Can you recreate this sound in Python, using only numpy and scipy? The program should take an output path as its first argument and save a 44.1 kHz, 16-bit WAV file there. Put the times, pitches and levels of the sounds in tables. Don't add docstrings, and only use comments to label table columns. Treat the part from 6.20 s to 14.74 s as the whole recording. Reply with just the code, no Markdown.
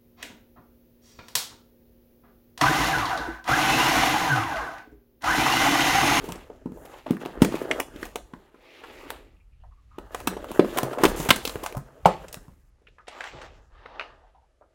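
import sys
import numpy as np
from scipy import signal
from scipy.fft import rfft, irfft
from scipy.io import wavfile
from scipy.ndimage import uniform_filter1d

SR = 44100
rng = np.random.default_rng(int(sys.argv[2]) if len(sys.argv) > 2 else 0)


def wav_out(sig):
    wavfile.write(sys.argv[1], SR, np.round(np.clip(np.atleast_2d(sig).T, -1, 1) * 32767).astype(np.int16))


N = 376613


def undb(db):
    return 10 ** (np.asarray(db) / 20)


def unit(x):
    return x / np.sqrt(np.mean(x ** 2))


def even(x):
    return x / np.sqrt(uniform_filter1d(x ** 2, SR // 10) + 1e-12)


def band(x, low_hz, high_hz):
    return signal.sosfilt(signal.butter(3, [low_hz, high_hz], "band", fs=SR, output="sos"), x)


def ring(x, hz, width_hz):
    return signal.lfilter(*signal.iirpeak(hz, hz / width_hz, fs=SR), x)


def walk(rate_hz):
    hold = int(SR / rate_hz)
    levels = np.repeat(rng.standard_normal(N // hold + 1), hold)
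    smooth = uniform_filter1d(uniform_filter1d(levels, hold), hold)
    return 0.5 * smooth[:N]


def body(x, modes, patchiness, rate_hz):
    total = 0
    for k, (hz, width_hz, db) in enumerate(modes):
        sign = (-1) ** k
        mode = ring(ring(x, hz, width_hz), hz, 1.8 * width_hz)
        total = total + sign * undb(db + patchiness * walk(rate_hz)) * mode
    return unit(total)


def slips(size, rate_hz, spread_db):
    hit = rng.random(size) < rate_hz / SR
    return hit * rng.standard_normal(size) * undb(spread_db * rng.exponential(size=size))


def rubbing():
    # (time [s], board level [dB],
    # rubbed panel pitch [Hz], flap level [dB], scrape level [dB], tape level [dB])
    movements = [
        [(0.0, -47.5, 457, -48.5, -55, -63.5), (0.062, -41.5, 338, -48.5, -51.5, -51.5),
         (0.234, -55.5, 342, -57.5, -60, -69), (0.264, -57.5, 521, -63.5, -68.5, -73),
         (0.462, -58, 273, -69, -78, -82), (0.598, -54, 403, -60, -74, -62.5),
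         (0.768, -54, 476, -52.5, -56.5, -64), (0.86, -65, 392, -65, -66, -72)],
        [(0.86, -49, 312, -56, -68, -74), (0.898, -41, 272, -46, -52, -66), (0.984, -58, 288, -60, -70, -70),
         (1.024, -46, 397, -51, -57, -63), (1.086, -48, 380, -48, -63, -67), (1.12, -53, 333, -57, -59.5, -68),
         (1.16, -49, 355, -51, -68, -71), (1.215, -40, 319, -47.5, -56, -63.5)],
        [(1.215, -46, 276, -49.5, -69, -54), (1.307, -36, 304, -47, -49.5, -58.5),
         (1.407, -37.5, 405, -44, -51, -55), (1.467, -37.5, 453, -47.5, -57, -62),
         (1.539, -34.5, 516, -46.5, -58, -56.5), (1.587, -36, 507, -40, -58.5, -59.5),
         (1.64, -45, 411, -51.5, -55, -59)],
        [(1.64, -50, 394, -47.5, -73, -64), (1.696, -54, 308, -58, -71, -72), (1.776, -48, 308, -56, -59, -65),
         (1.824, -49, 446, -51, -52, -51), (2.006, -66, 422, -67, -76, -78), (2.156, -59, 319, -67, -72, -75),
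         (2.24, -62.5, 412, -64, -71, -75.5), (2.3, -66, 312, -65, -71, -79)],
        [(2.3, -68, 352, -70, -76, -82), (2.466, -58, 474.4, -64, -58, -73), (2.606, -57, 374, -57, -52.5, -69),
         (2.622, -56, 433, -55, -55, -70), (2.678, -51.5, 356, -53, -54, -66),
         (2.802, -51.5, 452, -55, -52.5, -62), (2.864, -46.5, 334, -53, -56, -66),
         (2.9, -55, 474, -56, -50, -61)],
        [(2.9, -46.5, 454, -48, -53, -60), (3.09, -61.5, 395, -70.5, -69.5, -83),
         (3.24, -85, 244, -84, -88, -86), (3.38, -86, 221, -85, -81, -93), (3.44, -79, 704, -76, -83, -87.5),
         (3.516, -86, 252, -82.5, -82, -89), (3.676, -86, 221, -80.5, -80, -88),
         (3.78, -73, 318, -71, -71, -83)],
        [(3.78, -71, 338, -68, -77, -80), (3.9, -55, 592, -55, -71, -72), (3.962, -56, 564, -55, -54, -57),
         (4.046, -50, 337, -56, -66, -61), (4.11, -44, 322, -48, -55, -78),
         (4.244, -46.5, 555, -60, -62.5, -66), (4.312, -40.5, 318, -48.5, -52, -58),
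         (4.39, -49, 596, -44, -60, -52.5)],
        [(4.39, -42, 390, -54, -63, -57.5), (4.522, -41, 343, -48.5, -50, -54),
         (4.586, -33, 540, -40, -49, -52), (4.614, -35.5, 411, -45.5, -50, -59),
         (4.784, -39.5, 543, -43, -57, -56.5), (4.81, -28, 371, -41, -48, -53),
         (4.888, -38, 356, -41.5, -50, -41), (4.96, -37, 387, -42.5, -47.5, -61)],
        [(4.96, -36, 332, -44, -49, -43), (5.028, -38.5, 348, -39.5, -45, -38),
         (5.076, -38, 488, -41.5, -45.5, -45), (5.144, -46, 394, -42.5, -47.5, -48),
         (5.172, -43, 472, -42.5, -58, -49), (5.218, -53, 413, -49, -49, -59), (5.25, -53, 454, -51, -60, -47)],
        [(5.25, -47, 450, -48, -50, -41), (5.406, -50, 448, -51.5, -55.5, -57.5),
         (5.486, -51, 757, -48, -51, -55), (5.558, -51, 271, -66, -69.5, -69), (5.638, -58, 271, -66, -69, -77),
         (5.682, -59, 660, -59, -72, -74), (5.798, -54.5, 527, -64, -73, -74),
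         (5.85, -73, 304, -60, -70, -69.5)],
        [(5.85, -45, 668, -54.5, -42, -73), (6.056, -51, 621, -53, -64, -65.5),
         (6.338, -69.5, 267, -74.5, -79, -75), (6.52, -83, 225, -84, -90, -83.5),
         (6.622, -76.5, 431, -81, -85.5, -86.5), (6.75, -77, 361, -85, -80, -84),
         (6.778, -74, 702, -83, -82, -86), (6.87, -78, 450, -75, -79, -79)],
        [(6.87, -63, 597, -58, -53, -66), (7.004, -50, 662, -48, -56, -54), (7.088, -59, 781, -47, -47, -53.5),
         (7.15, -50.5, 367, -52, -56.5, -70), (7.244, -51.5, 629, -49, -53.5, -58),
         (7.296, -61.5, 397, -57, -60.5, -73), (7.342, -59, 677, -62, -64.5, -69.5),
         (7.5, -77.5, 301, -73.5, -88, -75)],
        [(7.5, -73, 477, -67.5, -76, -81), (7.58, -66, 579, -60.5, -67, -85),
         (7.742, -55.5, 477, -52, -58.5, -82), (7.788, -53, 609, -49, -62, -75),
         (7.984, -63.5, 729, -64, -74, -85), (8.222, -76.5, 818, -79, -83.5, -87),
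         (8.444, -75.5, 477, -84, -90, -88.5), (8.54, -68, 736, -78, -83, -87)],
    ]
    jerkiness = [.6, 1.4, 1.3, .4, .3, .26, 0.91, .85, 0.54, 0.42, .72, 0.55, .27]
    # (centre [Hz], width [Hz], relative level [dB])
    panel_modes = [(139.4, 48, -1), (262, 53, 1), (370, 110, -1.5), (506, 160, -3.5), (660, 100, -1.5)]
    # (centre [Hz], width [Hz], relative level [dB])
    flap_modes = [(815, 260, 2.5), (1220, 250, -2.5), (1615, 500, -3.5)]
    # (centre [Hz], width [Hz], relative level [dB])
    scrape_modes = [(2050, 520, 5), (2660, 710, 2), (3380, 1200, 1.5), (4070, 3100, -9)]
    # (centre [Hz], width [Hz], relative level [dB])
    fizz_modes = [(5340, 7900, 0.0041), (7800, 1000, 13)]
    # (centre [Hz], width [Hz], relative level [dB])
    sheen_modes = [(10505, 12000, -1), (13140, 2000, -0.091), (14100, 830, -1)]
    focus_db_per_oct = 8.5
    fizz_share = 0.3
    aside_s, aside_sheen_db = 6.5, -17
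    jerk_gain_db = 3

    t = np.arange(N) / SR
    s, *columns = np.concatenate(movements).T
    board_db, board_hz, flap_db, scrape_db, tape_db = (np.interp(t, s, c) for c in columns)
    fizz_db = tape_db + fizz_share * (scrape_db - tape_db)
    sheen_db = tape_db - 2 + aside_sheen_db * (t > aside_s)
    rubbed_modes = [(hz, width_hz, db - focus_db_per_oct * np.abs(np.log2(hz / board_hz)))
                    for hz, width_hz, db in panel_modes]

    jerk = np.interp(t, s, np.repeat(jerkiness, [len(table) for table in movements]))
    grip = undb(7 * jerk * walk(35))
    coarse_hiss = 0.15 * (1.2 - jerk) * rng.standard_normal(N)
    coarse = even(grip * (slips(N, 500, spread_db=3.8 * jerk) + coarse_hiss))

    def fine_slips():
        return even(grip * (slips(N, 4400, spread_db=1.5 * jerk) + 0.21 * rng.standard_normal(N)))

    fibres, glue = fine_slips(), fine_slips()
    panels = even(body(coarse, rubbed_modes, patchiness=2.0, rate_hz=16))
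    flap_grit = unit(coarse) + 1.4 * unit(fibres)
    flaps = band(body(flap_grit, flap_modes, patchiness=4.5, rate_hz=23), 320, 2700)
    scrape = band(body(fibres, scrape_modes, patchiness=3.0, rate_hz=15), 1500, 5600)
    fizz = band(body(fibres + glue, fizz_modes, patchiness=8.5, rate_hz=10), 3600, 6500)
    sheen = band(body(glue, sheen_modes, patchiness=0, rate_hz=6.4), 5300, 19845)
    mix = undb(board_db) * panels + undb(flap_db) * flaps + undb(scrape_db) * scrape
    mix = mix + undb(fizz_db) * fizz + undb(sheen_db) * sheen
    return undb(jerk_gain_db * jerk) * mix


def rumble():
    # (time [s], level [dB])
    shaking = [(0.0, -48), (1.14, -60), (1.21, -36.5), (1.4, -57), (1.85, -48.5), (2.5, -71.5),
               (2.71, -57.5), (4.38, -46), (4.8, -52.5), (4.85, -34.5), (5.54, -55), (5.56, -43),
               (5.78, -67), (5.85, -40.5), (5.99, -48.5), (7.06, -64.5), (7.14, -49.5), (8.54, -68.5)]
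    # (centre [Hz], width [Hz], relative level [dB])
    bench_modes = [(36.6, 32, -0.5), (61, 59, -3.5), (81.5, 10, -9)]
    s, db = np.array(shaking).T
    level = undb(np.interp(np.arange(N) / SR, s, db))
    return level * body(rng.standard_normal(N), bench_modes, patchiness=5.0, rate_hz=9.6)


def hush():
    # (frequency [Hz], relative density [dB per Hz])
    spectrum = [(59, -28), (100, -3.5), (229, -16.5), (461, -1.5), (1010, -19), (1170, -6), (1580, -14),
                (11400, -24), (16000, -61.5)]
    level_db = -79.5
    knot_hz, knot_db = np.array(spectrum).T
    hz = np.maximum(np.fft.rfftfreq(N, 1 / SR), 1)
    shape_db = np.interp(np.log(hz), np.log(knot_hz), knot_db)
    noise = irfft(rfft(rng.standard_normal(N)) * undb(shape_db), N)
    return undb(level_db) * unit(noise)


def snaps():
    # (time [s], snap level [dB], panel pitch [Hz],
    # panel level [dB], edge pitch [Hz], flap level [dB], crack level [dB], tape fizz level [dB],
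    # tearing time [ms], tape sheen level [dB])
    snap_list = [(0.04, -30, 382, -5.5, 1110, -20, -42, -26, 3.1, -27),
                 (0.086, -23.5, 237, -9, 790, -14.5, -30, -27, 5.2, -30),
                 (0.12, -26, 153, -13.5, 890, -15.5, -15, -15, 2.2, -19),
                 (0.156, -30.5, 331, -10, 840, -15, -26, -22, 2.8, -37),
                 (0.3, -32.5, 441, -4.5, 920, -18.5, -34, -46, 2.3, -52),
                 (0.457, -20, 256, -6, 826, -24.5, -46, -49.5, 2.7, -50),
                 (0.518, -33.5, 261, -3.5, 870, -21, -33, -37, 3.3, -34),
                 (0.572, -33, 519, -8.5, 800, -25.5, -38, -48, 3.3, -32),
                 (0.65, -35, 522, -9.5, 870, -17, -22, -25, 5.8, -21),
                 (0.737, -37.5, 541, -10.5, 856, -11.5, -17.5, -34, 4.2, -35),
                 (0.864, -28, 673, -7, 880, -8.5, -20.5, -37.5, 2.8, -38),
                 (0.906, -10, 250, -4, 850, -27.5, -33, -39.5, 3.6, -35),
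                 (0.967, -34.5, 307, -9.5, 1280, -7.5, -20.5, -31, 2.3, -27),
                 (1.05, -26.5, 280, -13.5, 875, -14.5, -18, -37, 2.6, -30.5),
                 (1.058, -21, 380, -8, 890, -16.5, -21.5, -30.5, 2.3, -33.5),
                 (1.173, -32, 388, -2, 1280, -16, -31.5, -42, 3.2, -43),
                 (1.218, 0, 245, -3.5, 760, -21, -22.5, -26.5, 3.5, -28.5),
                 (1.246, -13, 463, -10.5, 1150, -19.5, -19.5, -21, 2.6, -24),
                 (1.32, -21.5, 291, -8.5, 890, -15.5, -25.5, -31, 3.2, -33.5),
                 (1.352, -24, 345, -4, 845, -19.5, -18, -25.5, 3.9, -28.5),
                 (1.51, -12, 536, -23, 2290, -19, -9, -25.5, 3.9, -40),
                 (1.599, -11, 692, -19.5, 2100, -19.5, -16, -23, 2.5, -21),
                 (1.758, -34.5, 307, -3.5, 1870, -15, -16.5, -26, 5, -28),
                 (1.827, -21, 347, -11.5, 1750, -10.5, -21, -29.5, 3.57, -32),
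                 (1.852, -28, 347, -17, 864, -16, -21, -20.5, 2.7, -20.5),
                 (1.956, -15.5, 452, -14, 1030, -19, -20.5, -24, 2.7, -25.5),
                 (2.134, -26.5, 240, -10, 1200, -16, -30, -41, 2.7, -48),
                 (2.342, -41, 366, -9, 1150, -16, -32, -39, 3.6, -39),
                 (2.635, -32.5, 468, -15.5, 1180, -11, -19, -32, 6.1, -37),
                 (2.902, -18.5, 479, -21, 1190, -15.5, -20, -25.5, 2.5, -21.5),
                 (3.436, -51.5, 767, -10, 797, -5.5, -32, -38, 3.6, -40),
                 (3.782, -25, 369, -8.5, 918, -15, -25, -35, 3.9, -34),
                 (3.945, -23.5, 490, -9, 960, -6.5, -16, -18, 3.2, -21),
                 (4, -32, 711, -16, 960, -10.5, -18, -20.5, 4.5, -20),
                 (4.072, -9.5, 283, -12.5, 980, -14, -18, -21, 2.6, -20),
                 (4.166, -21, 428, -10.5, 790, -17, -30, -37.5, 3.9, -42),
                 (4.242, -24.5, 600, -12.5, 990, -14, -28, -33.5, 3.6, -31),
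                 (4.314, -25.5, 250, -10, 860, -11, -21.5, -25, 2.6, -19),
                 (4.393, -2.5, 377, -3, 816, -23.5, -25.5, -42, 2.9, -46.5),
                 (4.445, -17, 361, -6, 1030, -20, -31.5, -40.5, 2.4, -44),
                 (4.572, -16.5, 379.9, -15, 945, -17, -16.5, -22, 2.8, -18),
                 (4.579, -11.5, 799, -21.5, 970, -11, -19, -21, 4.3, -18.5),
                 (4.629, -19, 261, -9, 805, -9, -21.5, -19, 4.4, -18),
                 (4.728, -22, 452, -15.5, 840, -11.5, -25, -32.5, 5.5, -36.5),
                 (4.783, -17, 616, -9, 820, -14.5, -26, -34, 3, -38.5),
                 (4.834, -4.5, 358, -8.5, 1080, -11.5, -24, -23, 3.6, -24),
                 (4.85, -5.5, 385, -6.5, 1050, -16.5, -17, -26.5, 5, -28),
                 (4.998, -22.5, 336, -7.5, 940, -14.5, -23, -18.5, 6.8, -23.5),
                 (5.087, -10, 258, -18, 2950, -12.5, -17.5, -20, 4.5, -23),
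                 (5.104, -0.5, 595, -19, 1130, -16, -11, -26, 2.6, -25),
                 (5.107, -1, 210.3, -15, 3030, -15, -15.5, -21.5, 2.3, -24.5),
                 (5.159, -21, 218, -18.5, 1140, -16.5, -18.5, -14.5, 3, -14.5),
                 (5.251, -13.5, 479, -18, 3280, -27.5, -15, -24, 3.6, -20.5),
                 (5.273, -21.5, 280, -13.5, 3260, -15, -12.5, -14, 3.6, -23),
                 (5.293, -22.5, 499, -16.5, 3100, -18, -15, -21, 2.5, -24),
                 (5.355, -18.5, 436, -9.5, 1240, -22, -27.5, -38.5, 2.5, -34),
                 (5.43, -28, 369, -8.5, 810, -7, -17, -17.5, 9.9, -15),
                 (5.46, -21, 751, -21.5, 1010, -8.5, -16, -16.5, 3.1, -23),
                 (5.523, -29.5, 431, -10.5, 974, -18, -16, -27.5, 2.9, -23.5),
                 (5.548, -31, 654, -3, 807, -12, -28.5, -27.5, 3.1, -27),
                 (5.567, -21, 151, -5.5, 899, -16.5, -36.5, -30, 3.6, -27.5),
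                 (5.856, 1, 724, -8, 793, -11.5, -30, -36, 4, -42),
                 (6.082, -34, 598, -21, 810, -21, -16.5, -15.5, 2.3, -25),
                 (6.126, -28, 170, -29, 2860, -29, -23, -16.5, 3, -15),
                 (6.141, -23.5, 608, -19, 2750, -25, -19.5, -19, 3.1, -20),
                 (6.168, -34.5, 164, -6.5, 1177, -16, -35.5, -37.5, 3.6, -35),
                 (6.279, -40, 151, -4, 802, -15, -38, -34, 3.56, -42),
                 (6.617, -54.5, 423, -7, 1270, -27, -30, -32, 3.6, -35),
                 (6.668, -43, 151, -23, 2080, -39, -8.5, -44, 3.6, -46),
                 (6.683, -48.5, 452, -10, 2680, -32, -12.5, -36, 3.6, -38),
                 (6.782, -41, 506, -24, 1250, -11, -26, -46, 3.6, -50),
                 (6.879, -38, 466, -8.5, 880, -3.5, -7.5, -13, 4.6, -42),
                 (7.005, -22.5, 786, -19.5, 1820, -8.5, -20, -31, 3.6, -52),
                 (7.037, -32, 762, -14, 1800, -4.5, -13, -23, 5.9, -42),
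                 (7.214, -41, 530, -13, 1450, -3.5, -8, -17.5, 4.4, -44),
                 (7.656, -33.5, 493, -12, 1240, -9.5, -18, -45, 4.4, -51),
                 (7.795, -18, 646, -22.5, 1880, -9.5, -17.5, -49, 2.9, -57),
                 (7.809, -29, 665, -12.5, 1780, -6, -43, -44, 3.5, -54),
                 (8.411, -54, 616, 1, 1270, -20, -51, -40, 3.6, -44)]
    edge_split_hz, usual_flap_hz, usual_crack_hz = 1900, 1080, 2661
    build = 0.85
    panel_t60_s = 0.023
    panel_width_hz = np.log(1000) / (np.pi * panel_t60_s)
    base_wet_db, wet_db_per_db, dry_db_per_db = -8.5, -0.04, 0.2333

    size = 4096
    out, t = np.zeros((2, N + size)), np.arange(size) / SR
    for s, top_db, hz, panel_db, edge_hz, flap_db, crack_db, fizz_db, tear_ms, sheen_db in snap_list:
        flap_hz, crack_hz = usual_flap_hz, usual_crack_hz
        if edge_hz < edge_split_hz:
            flap_hz = edge_hz
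        else:
            crack_hz = edge_hz
        wet_db = base_wet_db + wet_db_per_db * top_db - dry_db_per_db * crack_db

        tear_s = tear_ms / 1000
        rise_s = build * tear_s
        onset = np.sin(np.pi / 2 * np.clip(t / rise_s, 0, 1)) ** 2
        force = onset * np.exp(-(np.maximum(t - rise_s, 0) / tear_s) ** 0.76)
        grit = force * (slips(size, 5500, spread_db=4.0) + 0.5 * rng.standard_normal(size))
        push = np.sin(np.pi * np.clip(t * hz * 2, 0, 1)) + 0.13 * force * rng.standard_normal(size)

        panel = ring(push, hz, panel_width_hz) + 0.32 * ring(push, 2.0 * hz, 4 * panel_width_hz)
        panel = band(panel, 0.36 * hz, 2.0 * hz)
        flap = band(grit, 0.56 * flap_hz, 1.604 * flap_hz)
        crack = band(grit, 0.64 * crack_hz, 1.485 * crack_hz)
        fizz, sheen = band(grit, 4800, 9000), band(grit, 9500, 17000)

        near_flap, near_crack = ring(flap, flap_hz, 0.59 * flap_hz), ring(crack, crack_hz, 0.48 * crack_hz)
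        near = panel, near_flap, near_crack, fizz, sheen
        far = band(push, 0.5 * hz, 1.7 * hz), flap, crack, fizz, sheen
        head = int((0.006 + rise_s) * SR)
        at = int(s * SR)
        part_levels = panel_db, flap_db, crack_db, fizz_db, sheen_db
        for k, (parts, feed_db) in enumerate(((near, 0), (far, wet_db))):
            for part, part_db in zip(parts, part_levels):
                gain = undb(top_db + part_db + feed_db) / np.sqrt(np.mean(part[:head] ** 2))
                out[k, at:at + size] += gain * part
    return out[:, :N]


def room(x):
    # (centre [Hz], time to fall 60 dB [s], relative level [dB])
    echo_bands = [(141, 0.84, -23.5), (313, 0.28, -10.5), (680, 0.22, -9.5), (1645, 0.18, -10.5),
                  (2960, 0.23, -18), (7000, 0.35, -11.5), (13000, 0.12, -14)]
    t = np.arange(SR) / SR
    onset = np.clip((t - 0.004) / 0.0033, 0, 1)
    tail = 0
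    for hz, t60_s, db in echo_bands:
        echoes = ring(rng.standard_normal(SR), hz, 0.8 * hz) * onset * undb(-60 * t / t60_s)
        tail = tail + undb(db) * echoes / np.sqrt(np.sum(echoes ** 2) * SR / (5.4 * hz))
    return signal.fftconvolve(x, tail)[:N]


def thuds():
    # (time [s], level [dB], pitch [Hz], time to fall 60 dB [s])
    pushes = [(0.092, -36, 183, 0.18), (0.907, -25.5, 230, 0.034), (1.22, -9.5, 238, 0.048),
              (4.073, -28.5, 189, 0.21), (4.397, -22.5, 235, 0.056), (4.632, -25, 130.3, 0.2),
              (4.838, -25, 235, 0.19), (4.995, -27, 155, 0.2), (5.09, -15, 123.8, 0.044),
              (5.11, -10, 204, 0.034), (5.354, -24.5, 108, 0.048), (5.569, -21.5, 140, 0.12),
              (5.858, -9, 171, 0.056), (7.147, -41, 135, 0.14)]
    size = 16384
    out, t = np.zeros(N + size), np.arange(size) / SR
    for s, db, hz, t60_s in pushes:
        swell = 1 - np.exp(-t * hz * 4.5)
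        at = int(s * SR)
        out[at:at + size] += undb(db - 60 * t / t60_s) * swell * np.sin(2 * np.pi * hz * t)
    return out[:N]


def scuffs():
    # (time [s], approximate peak level [dB], pitch [Hz], length [ms])
    strokes = [(0.659, -38, 738, 29), (0.738, -42, 837, 27), (3.159, -63, 2690, 35), (3.199, -61, 2414, 33),
               (3.321, -62, 2460, 33), (3.399, -64, 2870, 35), (3.437, -51, 773, 31),
               (3.509, -52, 1107, 27), (3.574, -56.5, 1130, 35), (3.707, -48, 1170, 35),
               (3.744, -46, 1150, 28), (6.785, -41, 1260, 25), (7.549, -49, 1210, 35),
               (7.899, -43, 1200, 29), (8.034, -44.5, 786, 35), (8.146, -43, 826, 35),
               (8.219, -54, 819, 34), (8.414, -55.5, 1270, 35)]
    width_ratio = 0.15
    crest_db = 10
    size = 8192
    out, t = np.zeros(N + size), np.arange(size) / SR
    for s, db, hz, ms in strokes:
        stroke = np.clip(t / 0.004, 0, 1) * np.exp(-(t * 1000 / ms) ** 2)
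        grit = slips(size, 900, spread_db=2.5) + 0.085 * rng.standard_normal(size)
        tone = unit(ring(ring(grit, hz, width_ratio * hz), hz, 2 * width_ratio * hz))
        at = int(s * SR)
        out[at:at + size] += undb(db - crest_db) * stroke * tone
    return out[:N]


def scene():
    near, far = snaps()
    bench, fingers = thuds(), scuffs()
    echoes = room(far + bench + fingers)
    return (rubbing() + rumble() + hush() + near + echoes + bench + fingers)[None]


def record(dry):
    top_hz = 15900
    low_pass = signal.ellip(10, 0.2, 90, top_hz, fs=SR, output="sos")
    return signal.sosfilt(low_pass, np.clip(dry, -0.85, 0.85))


dry = scene()
out = record(dry)
wav_out(out)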